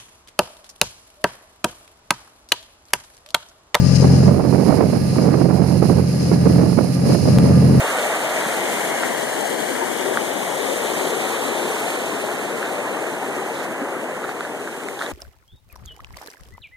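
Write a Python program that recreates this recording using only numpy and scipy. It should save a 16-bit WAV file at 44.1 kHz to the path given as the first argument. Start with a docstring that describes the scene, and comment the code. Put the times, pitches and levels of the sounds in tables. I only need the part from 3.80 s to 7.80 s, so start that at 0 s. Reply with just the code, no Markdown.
"""A motor boat's four-stroke engine drones at a steady cruising speed, heard from the deck.
Its orders beat into a throb over faint whines and clatter: loud at first, sinking back, swelling at the end.
Foam from the bow wash fizzes mostly on the left; spray and air hiss on the right.
Gusts throw eddies at the right microphone port, which flutters, rasps and thumps.
The ports colour the treble, and one sharp tick cuts in near the end."""
import sys
import numpy as np
from scipy import signal
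from scipy.fft import rfft, irfft
from scipy.io import wavfile

SR = 44100
rng = np.random.default_rng(int(sys.argv[2]) if len(sys.argv) > 2 else 0)


def unload_audio(sound):
    """Save the sound as a 16-bit wav file, at the path given as the first command line argument."""
    columns = np.transpose(np.atleast_2d(sound))
    # keep every value between -1 and 1, then stretch to whole-number steps
    steps = np.round(np.clip(columns, -1, 1) * 32767)
    wavfile.write(sys.argv[1], SR, steps.astype(np.int16))


N = 176400
CYCLE_HZ = 14.83  # four-stroke cycles per second


def from_db(db):
    """Decibels to gain."""
    return 10 ** (np.asarray(db) / 20)


def rms_one(x):
    """Scale to an rms of one."""
    return x / np.sqrt(np.mean(x ** 2) + 1e-20)


def envelopes(rows):
    """Join breakpoints (seconds, then values) with straight lines: one envelope per value column."""
    seconds, *columns = np.transpose(rows)
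    return np.array([np.interp(np.arange(N) / SR, seconds, column) for column in columns])


def db_at(curve, hz):
    """Read an EQ curve of (Hz, dB) points on a log-frequency axis."""
    points_hz, db = np.transpose(curve)
    return np.interp(np.log(np.maximum(hz, 1)), np.log(points_hz), db)


def equalise(x, curve):
    """Filter by an EQ curve, with no phase shift."""
    bins_hz = np.arange(N // 2 + 1) * SR / N
    return irfft(rfft(x) * from_db(db_at(curve, bins_hz)), N)


def noise(curve, texture=1):
    """White noise, modulated by a texture, then shaped by an EQ curve; rms one."""
    return rms_one(equalise(rng.standard_normal(N) * texture, curve))


def drift(rate_hz):
    """Smooth random motion at about this rate, with a spread of one."""
    hop, settle = 40, 2000  # samples per control step; steps for the filter to settle
    pole = np.exp(-2 * np.pi * hop * rate_hz / SR)
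    white = rng.standard_normal(N // hop + settle + 2)
    slow = signal.lfilter([1], [1, -2 * pole, pole * pole], white)[settle:]
    return np.interp(np.arange(N) / hop, np.arange(len(slow)), rms_one(slow))


def waver(depth_db, rate_hz):
    """A randomly wavering gain of mean power one."""
    return rms_one(from_db(depth_db * np.clip(drift(rate_hz), -2, 2)))


def gust_strength():
    """Wind strength in dB: slow gusts plus buffets that rise fast and fall away more slowly."""
    # Gusts on the right port. Each row: time in seconds, strength in dB.
    gusts = [(0, -68), (0.2, -60), (0.24, -18), (0.36, -22), (0.6, -15.5), (0.98, -14), (1.32, -28.5),
             (1.38, -14.5), (1.92, -18.5), (2.02, -20.5), (2.2, -28), (2.26, -29), (2.61, -24),
             (2.8, -14.5), (3.13, -31), (3.33, -16), (3.4, -21.5), (3.99, -21.5)]
    # Single buffets slapping the port. Each row: start in seconds, peak strength in dB.
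    buffets = [(0.219, -12.5), (0.473, -10), (0.716, -17), (0.89, -10.5), (1.002, -13.5), (1.124, -15),
               (1.357, -12), (1.588, -14.5), (1.816, -15), (2.017, -14.5), (2.095, -13.5), (2.167, -14.5),
               (2.514, -12), (2.653, -11), (2.973, -9), (3.038, -14), (3.284, -18.5), (3.454, -11.5),
               (3.639, -10.5)]
    rise_s = 0.0089
    power = from_db(envelopes(gusts)[0]) ** 2
    for start_s, peak_db in buffets:
        age = np.clip((np.arange(N) / SR - start_s) / rise_s, 0, 20)  # in rise times
        power = power + from_db(peak_db) ** 2 * age * np.exp(1 - age)
    return 10 * np.log10(power)


def eddies(per_second, decay_s):
    """Each eddy strikes at once and dies away; together they give an uneven pressure around one."""
    strikes = (rng.random(N) < per_second / SR) * rng.uniform(0, 1, N) ** 2
    pressure = signal.lfilter([1], [1, -np.exp(-1 / (decay_s * SR))], strikes + 1e-18)
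    return pressure / pressure.mean() + .1


def wind():
    """Eddies hit the port in lumps over a low thumping; the small, rasping ones grow fastest in a gust."""
    # Tone of the large, fluttering eddies. Each row: frequency in Hz, gain in dB.
    flutter_eq = [(90, -35), (170, 2), (260, 0.5), (420, -5), (600, -10), (1000, -26), (4500, -66)]
    # Tone of the small, rasping eddies. Each row: frequency in Hz, gain in dB.
    rasp_eq = [(200, -19), (450, 3), (750, -3), (1100, -9), (1600, -18), (2300, -23), (5500, -67)]
    # Tone of the low thumping. Each row: frequency in Hz, gain in dB.
    thump_eq = [(15, -46), (45, -21), (90, 2), (140, -0.5), (200, -2), (300, -12), (600, -52)]
    # Envelope of the thumping. Each row: time in seconds, relative level in dB.
    thump_levels = [(0, -16), (0.18, -44), (0.23, -17.5), (1.3, -19), (1.36, -28), (2.14, -16), (2.33, -29),
                    (3.01, -17), (3.17, -33), (3.36, -15.5), (3.99, -18)]
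    flutter_db, rasp_db, thump_db, left_db = 2.06, -10, -1.5, -21
    flutter_lumpiness, rasp_lumpiness, rasp_growth = 0.47, 0.84, 1.24
    gust_db = gust_strength()
    pressure = eddies(per_second=480, decay_s=0.0033)
    flutter = from_db(flutter_db + gust_db) * noise(flutter_eq, pressure ** flutter_lumpiness)
    steeper_gust_db = gust_db.mean() + rasp_growth * (gust_db - gust_db.mean())
    rasp = from_db(rasp_db + steeper_gust_db) * noise(rasp_eq, pressure ** rasp_lumpiness)
    thump = from_db(thump_db + envelopes(thump_levels)[0]) * noise(thump_eq)
    pan = np.array([[from_db(left_db)], [1]])
    return pan * (flutter + rasp + thump)


def spray():
    """Spray and air give a flickering hiss on the windward side, the right."""
    # Envelope of the hiss. Each row: time in seconds, relative level in dB.
    hiss_levels = [(0.0, -64), (0.16, -37), (0.51, -36.5), (0.87, -29), (1.04, -35), (1.41, -30.5),
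                   (1.52, -37), (1.93, -32.5), (2.53, -32), (3.28, -29.5), (3.99, -34)]
    # Tone of the hiss. Each row: frequency in Hz, gain in dB.
    hiss_eq = [(1200, -12), (2200, 3.5), (4500, 1.5), (7000, 1), (9000, -1), (11000, 4), (16000, -7)]
    gain = from_db(envelopes(hiss_levels)[0] - 3)
    hiss = gain * noise(hiss_eq) * waver(depth_db=2.0, rate_hz=12.8)
    return np.array([np.zeros(N), hiss])


def bow_wash():
    """Bursting foam fizzes in surges, mostly along the left side, with one short splash."""
    # Surges of the wash. Each row: time in seconds, relative level in dB.
    surges = [(0.0, -30), (0.3, -30), (0.48, -32), (0.53, -44), (1.06, -48), (1.35, -37.5), (1.8, -44.5),
              (2.2, -48), (2.45, -35.5), (3.0, -45), (3.3, -37), (3.99, -42)]
    # Tone of the foam. Each row: frequency in Hz, gain in dB.
    foam_eq = [(1500, -17), (3000, 0.5), (4400, -2.5), (4850, -1), (5060, 3), (5300, -0.5), (6300, 2),
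               (8000, -2.5), (16000, -36)]
    trim_db, right_db = -1.5, -10
    splash_s, splash_db, splash_width_s = 0.161, -23.5, 0.012
    splash = from_db(splash_db) * np.exp(-((np.arange(N) / SR - splash_s) / splash_width_s) ** 2)
    gain = from_db(trim_db) * np.hypot(from_db(envelopes(surges)[0]), splash)  # powers add
    foam = np.array([noise(foam_eq) * waver(depth_db=2.3, rate_hz=7.0) for side in range(2)])
    pan = np.array([[1], [from_db(right_db)]])
    return pan * gain * foam


def tick(start_s, level_db, decay_s):
    """A sharp tick: a sudden step that dies at once, stronger on the right."""
    age = np.arange(N) / SR - start_s
    step = -from_db(level_db) * (age >= 0) * np.exp(-np.abs(age) / decay_s)
    return step * np.array([[.8], [1]])


def whines(width_hz):
    """Faint engine whines, each a narrow band of noise around one pitch."""
    # The whines. Each row: pitch in Hz, relative level in dB.
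    pitches = [(1198, -29.5), (1680, -34), (1921, -37.5)]
    sound = 0
    for hz, db in pitches:
        phase = 2 * np.pi * hz * np.arange(N) / SR
        band = drift(width_hz) * np.sin(phase) + drift(width_hz) * np.cos(phase)
        sound = sound + from_db(db) * band / 2
    return sound


def clatter(pulse_phase, depth):
    """Mechanical clatter and water along the hull: wide noise that pulses with the engine."""
    # Tone of the clatter. Each row: frequency in Hz, gain in dB.
    clatter_eq = [(30, -10), (200, 2.5), (550, 1.5), (800, -10), (2000, -17), (3000, -21), (6000, -33.5),
                  (10000, -24.5), (16000, -33)]
    pulsing = 1 + depth * np.sin(pulse_phase)
    return np.array([noise(clatter_eq), noise(clatter_eq)]) * pulsing


def drone(cycle_phase, firing_order):
    """Wavering engine orders, loosely in phase, beat into one throb per cycle; rms one."""
    # Strong low orders. 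Each row: multiple of the cycle rate, relative level in dB.
    low_orders = [(6, -7.5), (7, -25), (8, -11.5), (9, 1), (10, -20), (11, -7), (12, -0.5), (13, -17),
                  (14, -7.5), (15, -16), (16, -29), (17, -12), (18, -20.5), (19, -15)]
    # Weak upper orders as the hull passes them on. Each row: frequency in Hz, relative level in dB.
    hull_eq = [(295, -23), (345, -32.5), (440, -25.5), (590, -27.5), (650, -38.5), (900, -36)]
    swell_hz, swell_top_s, swell_db = 0.468, 0.022, 3.5  # the firing note swells slowly
    scatter_radians = 0.9
    upper_orders = [(order, db_at(hull_eq, order * CYCLE_HZ)) for order in range(20, 60)]
    swell = from_db(swell_db * np.cos(2 * np.pi * swell_hz * (np.arange(N) / SR - swell_top_s)))
    sound = 0
    for order, db in low_orders + upper_orders:
        gain = from_db(db) * waver(depth_db=1.5, rate_hz=0.82)
        if order == firing_order:
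            gain = gain * swell
        sound = sound + gain * np.sin(order * cycle_phase + rng.normal(0, scatter_radians))
    return rms_one(sound)


def engine():
    """The engine holds its speed; its drone rises and falls, and whines and clatter partly follow."""
    # Drone envelope. Each row: time in seconds, relative level in dB on the left, then the right.
    drone_levels = [(0.0, -10, -22.5), (0.28, -9.5, -15), (0.48, -13, -10), (0.59, -23, -25),
                    (0.7, -22.5, -14.5), (1.01, -20, -20), (1.31, -17, -17), (1.75, -22, -11),
                    (2.46, -16.5, -18), (2.77, -13.5, -11), (2.98, -23, -18.5), (3.33, -11.5, -16.5),
                    (3.37, -26, -12.5), (3.47, -13, -18.5), (3.56, -8.5, -9.5), (3.99, -10, -11.5)]
    speed_wander, firing_order, right_lag_s = 0.0019, 6, 0.00029
    drone_db, clatter_db, follow_share = -0.97, -31, 0.65
    t = np.arange(N) / SR
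    speed_hz = CYCLE_HZ * (1 + speed_wander * drift(rate_hz=1.82))
    cycle_phase = 2 * np.pi * np.cumsum(speed_hz) / SR
    level_db = envelopes(drone_levels)
    left = drone(cycle_phase, firing_order)
    right = np.interp(t - right_lag_s, t, left)
    whine = from_db(level_db.mean()) * whines(width_hz=12.7)
    rattle = from_db(clatter_db) * clatter(firing_order / 2 * cycle_phase, depth=0.17)
    left_swing_db = level_db[0] - level_db[0].mean()
    machinery = from_db(follow_share * left_swing_db) * (rattle + whine)
    return from_db(drone_db + level_db) * np.array([left, right]) + machinery


def scene():
    """Engine, water and wind at the two microphone ports."""
    return engine() + spray() + bow_wash() + wind()


def record(dry):
    """The ports colour the treble, a tick cuts in, the highest peaks are rounded, the top is cut."""
    # Peaks and notches of the microphone ports. 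Each row: frequency in Hz, gain in dB.
    port_eq = [(2800, 1), (3200, -7), (3750, -6.5), (4150, 7), (4700, 6), (5040, 12), (5400, 3.5),
               (7000, -0.5), (7950, -9.5), (8600, 2), (10800, 3.5), (11800, -3.5), (12700, -30),
               (13400, -4.5), (15500, -14)]
    ceiling, cutoff_hz = .97, 15750
    mix = equalise(dry, port_eq) + tick(start_s=3.586, level_db=-3, decay_s=.0007)
    rounded = mix / (1 + (mix / ceiling) ** 6) ** (1 / 6)
    low_pass = signal.ellip(10, .1, 70, cutoff_hz, fs=SR, output="sos")
    return signal.sosfiltfilt(low_pass, rounded)


dry = scene()
out = record(dry)
unload_audio(out)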